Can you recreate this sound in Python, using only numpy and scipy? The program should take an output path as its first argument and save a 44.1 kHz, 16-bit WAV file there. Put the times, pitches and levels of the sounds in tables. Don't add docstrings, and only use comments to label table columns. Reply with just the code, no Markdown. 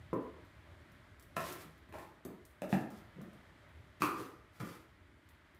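import sys
import numpy as np
from scipy import signal
from scipy.fft import rfft, irfft
from scipy.io import wavfile
from scipy.ndimage import uniform_filter1d

SR = 44100
rng = np.random.default_rng(int(sys.argv[2]) if len(sys.argv) > 2 else 0)


def materialize(psi):
    bounded = np.clip(np.atleast_2d(psi).T, -1, 1)
    quanta = np.round(bounded * 32767).astype(np.int16)
    wavfile.write(sys.argv[1], SR, quanta)


N = 246871

# frequency_hz, relative_density_db
ROOM_TONE_SPECTRUM = [(15, -34), (25, -9.5), (80, 2), (200, -11), (335, -10.5), (489, -21), (607, -11.5),
                      (714, -20), (1440, -16.5), (2050, -16.5), (2690, -26.5), (3160, -24.5), (5880, -39),
                      (11900, -42.5), (16000, -50)]
# centre_hz, t60_s, relative_level_db
TAIL_BANDS = [(150, 0.35, -2.5), (370, 0.52, 2.5), (910, 0.63, -4), (2140, 0.39, -1), (5460, 0.67, -16),
              (11500, 0.34, -5)]
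# delay_s, level_db
ECHOES = [(.0058, -10.5), (0.0119, -9)]
# start_s, tail_db
DOG_SPOTS = [(0, 0), (.8, 0), (1.8, 3), (2.2, 1), (2.56, -1), (3.1, 1.5), (3.8, 2), (4.5, 1)]
# start_s, peak_db
TICKS = [(0.1337, -49.5), (0.4494, -61), (0.919, -54), (1.197, -46.5), (1.225, -49.5), (1.367, -33),
         (1.525, -33), (1.7784, -57), (1.892, -57), (1.925, -53), (1.9868, -46), (2.2504, -40.5),
         (2.4523, -44.5), (2.5102, -58), (2.619, -40), (2.6914, -48), (2.725, -54), (2.9038, -46.5),
         (3.216, -49), (3.3326, -55.5), (3.6894, -62), (4.0023, -66), (4.02, -30), (4.599, -67),
         (5.2895, -50.5), (5.5473, -56.5)]
# pitch_hz, t60_s
BOX_MODES = [(143, 0.059), (188, 0.073), (250, 0.025), (325, 0.02), (450, 0.019), (600, 0.027),
             (700, 0.019), (820, 0.012), (1050, 0.02), (1240, 0.017), (1750, 0.011), (2600, 0.0078),
             (3800, 0.0036)]
DRAG_MODES_DB = [-8.5, -4, -14.5, 9, 4, -7, -5.5, 2, 1.5, 7.5, -2, -32, -27]
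# frequency_hz, relative_density_db
HISS_SPECTRUM = [(700, 0), (1500, 3), (3000, -3), (5000, -2), (8000, -6.5), (12000, -6), (15000, -10)]
# start_s, length_s, hiss_start_db, hiss_end_db, drag_db
SLIDES = [(0.206, 0.052, -78, -78, -10), (1.361, 0.23, -50.5, -55, -5), (1.926, 0.078, -72, -66, 0),
          (2.066, 0.017, -72, -87, 4), (2.635, 0.048, -56.5, -73, 7), (2.692, .035, -64, -57, -5),
          (2.73, 0.01, -50, -55, 5), (2.904, 0.073, -69.5, -71, 5), (3.998, 0.012, -66, -51, -14),
          (4.018, 0.26, -56, -67, 4.5), (4.512, 0.053, -86, -69, -4), (4.597, 0.044, -58.5, -71, 10),
          (4.645, 0.1, -63.5, -64, -3.5)]
# start_s, peak_db, thump_hz, panel_hz, snap_hz, panel_db, snap_db
KNOCKS = [(0.13, -24, 413, 1050, 1720, -7, -22.5), (0.393, -52, 300, 1240, 1750, -17, -23),
          (1.3664, -24, 250, 705, 1020, 8.5, 10), (1.654, -49.5, 150, 330, 1100, -14, -20),
          (1.887, -52.5, 300, 700, 1110, -4.5, -3), (1.925, -44.5, 476, 1080, 1830, 6.5, 8.5),
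          (1.94, -37.5, 455, 780, 1120, 23.5, 6), (1.962, -61, 450, 710, 1750, 9, -1),
          (1.984, -45.5, 570, 1064, 1730, 10.5, 9), (2.252, -35.5, 270, 331, 594, 4, -9.5),
          (2.304, -47, 258, 318, 594, -0.5, -5.5), (2.62, -27.5, 414, 572, 1860, 3, -5),
          (2.694, -39, 460, 620, 1900, -19, -16), (2.727, -16.5, 173, 824, 1710, -0.5, -6),
          (3.16, -45, 150, 420, 745, -1, -12.5), (3.182, -41.5, 195, 357, 2000, 13, -24),
          (3.21, -41.5, 194, 387, 665, -3, -6.5), (3.331, -49.5, 143, 650, 1100, 2, -3),
          (4.0064, -34, 270, 600, 1770, -22, -5), (4.02, -17.5, 296, 1291, 2530, 18, 9),
          (4.1941, -37, 325, 1140, 2600, -3.5, -30), (4.6023, -32.5, 144, 370, 1210, 8, -2)]


def undb(db):
    return 10 ** (np.asarray(db) / 20)


def unit(x):
    return x / np.sqrt(np.mean(x ** 2))


def decay(t, t60_s):
    return np.exp(-np.log(1000) * t / t60_s)


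def log_bins(x):
    return np.log(np.maximum(np.arange(len(x) // 2 + 1) * SR / len(x), 1))


def colour(x, points):
    hz, db = np.transpose(points)
    gain = undb(np.interp(log_bins(x), np.log(hz), db, left=-90))
    return irfft(rfft(x) * gain, len(x))


def bands(x, centres_hz):
    shares = [np.interp(log_bins(x), np.log(centres_hz), row) for row in np.eye(len(centres_hz))]
    return np.array([irfft(rfft(x) * share, len(x)) for share in shares])


def wander(rate_hz):
    hold = int(SR / rate_hz)
    steps = np.repeat(rng.standard_normal(N // 128)[:N // hold + 1], hold)
    return unit(uniform_filter1d(uniform_filter1d(steps, hold), hold)[:N])


def add(out, start_s, x):
    i = int(start_s * SR)
    out[i:i + len(x)] += x[:len(out) - i]


def room_tone(level_db=-60, swell_db=1.5, flicker_db=0.66, bass_flicker_db=2.0, bass_hz=300):
    centres_hz = 40 * 2 ** np.arange(0, 9, .75)
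    parts = bands(colour(rng.standard_normal(N), ROOM_TONE_SPECTRUM), centres_hz)
    swell = swell_db * wander(rate_hz=1.41)
    depths_db = flicker_db + bass_flicker_db / (1 + (centres_hz / bass_hz) ** 2)
    tone = sum(part * undb(swell + depth * wander(rate_hz=12)) for part, depth in zip(parts, depths_db))
    return undb(level_db) * unit(tone)


def room_response(tail_db, build_s=0.0068):
    t = np.arange(SR) / SR
    hz, t60_s, db = np.transpose(TAIL_BANDS)[:, :, None]
    tails = bands(rng.standard_normal(SR), hz[:, 0]) * decay(t, t60_s) * undb(db)
    tail = tails.sum(axis=0) * np.clip(t / build_s, 0, 1) ** 2
    response = undb(tail_db) * tail / np.sqrt(np.sum(tail ** 2))
    response[0] = 1
    for delay_s, level_db in ECHOES:
        response[int(delay_s * SR)] += undb(level_db)
    return response


def floor_ticks(low_hz=4047, scuff_t60_s=0.034, scuff_db=-17):
    out, t = np.zeros(N), np.arange(4096) / SR
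    treble = signal.butter(2, [low_hz, .45 * SR], "band", fs=SR)
    for start_s, peak_db in TICKS:
        impulse = t == 0
        scuff = undb(scuff_db) * rng.standard_normal(len(t)) * decay(t, scuff_t60_s)
        tick = signal.lfilter(*treble, impulse + scuff)
        add(out, start_s, undb(peak_db) * tick / np.abs(tick).max())
    return out


def box_ring(mode_db, detune=0, rise_s=0.00092):
    t = np.arange(SR // 8) / SR
    hz, t60_s = np.transpose(BOX_MODES)[:, :, None]
    modes = np.sin(2 * np.pi * hz * (1 + detune) * t) * decay(t, t60_s)
    push = 1 - np.exp(-t / rise_s)
    ring = push * (undb(mode_db) @ modes)
    return ring / np.abs(ring).max()


def fibre_friction(grain_db=3.0, stutter_db=3.0):
    clicks = rng.standard_normal(N) * undb(grain_db * rng.exponential(size=N))
    return clicks * undb(stutter_db * wander(rate_hz=35))


def box_slides(onset_s=0.0023, stop_db_per_s=249):
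    out, t = np.zeros(N), np.arange(SR // 2) / SR
    hiss = unit(colour(fibre_friction(), HISS_SPECTRUM))
    drag = unit(signal.fftconvolve(fibre_friction(), box_ring(DRAG_MODES_DB))[:N])
    onset = np.clip(t / onset_s, 0, 1)
    for start_s, length_s, hiss_start_db, hiss_end_db, drag_db in SLIDES:
        hiss_db = np.interp(t, [0, length_s], [hiss_start_db, hiss_end_db])
        hiss_db -= stop_db_per_s * np.maximum(t - length_s, 0)
        now = slice(int(start_s * SR), int(start_s * SR) + len(t))
        add(out, start_s, onset * undb(hiss_db) * (hiss[now] + undb(drag_db) * drag[now]))
    return out


def struck_region(centre_hz, below_db_per_oct, above_db_per_oct):
    octaves = np.log2(np.transpose(BOX_MODES)[0] / centre_hz)
    return undb(np.minimum(below_db_per_oct * octaves, -above_db_per_oct * octaves))


def box_knocks(detune_spread=0.054):
    out = np.zeros(N)
    for start_s, peak_db, thump_hz, panel_hz, snap_hz, panel_db, snap_db in KNOCKS:
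        thump = struck_region(thump_hz, below_db_per_oct=15.5, above_db_per_oct=38)
        panel = undb(panel_db) * struck_region(panel_hz, below_db_per_oct=82, above_db_per_oct=72)
        snap = undb(snap_db) * struck_region(snap_hz, below_db_per_oct=50, above_db_per_oct=2)
        mode_db = 20 * np.log10(thump + panel + snap)
        detune = detune_spread * rng.standard_normal((len(BOX_MODES), 1))
        add(out, start_s, undb(peak_db) * box_ring(mode_db, detune))
    return out


def scene(box_low_hz=121):
    radiation = signal.butter(2, box_low_hz, "high", fs=SR, output="sos")
    boxes = signal.sosfilt(radiation, box_knocks() + box_slides())
    dog = boxes + floor_ticks()
    out = room_tone()
    ends_s = [start_s for start_s, _ in DOG_SPOTS[1:]] + [N / SR]
    for (start_s, tail_db), end_s in zip(DOG_SPOTS, ends_s):
        at_spot = dog[int(start_s * SR):int(end_s * SR)]
        add(out, start_s, signal.fftconvolve(at_spot, room_response(tail_db)))
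    return out[None]


def record(dry):
    low_hz, top_hz = 54, 15400
    low_cut = signal.butter(3, low_hz, "high", fs=SR, output="sos")
    top_cut = signal.ellip(8, .2, 70, top_hz, fs=SR, output="sos")
    return signal.sosfilt(top_cut, signal.sosfilt(low_cut, dry))


dry = scene()
out = record(dry)
materialize(out)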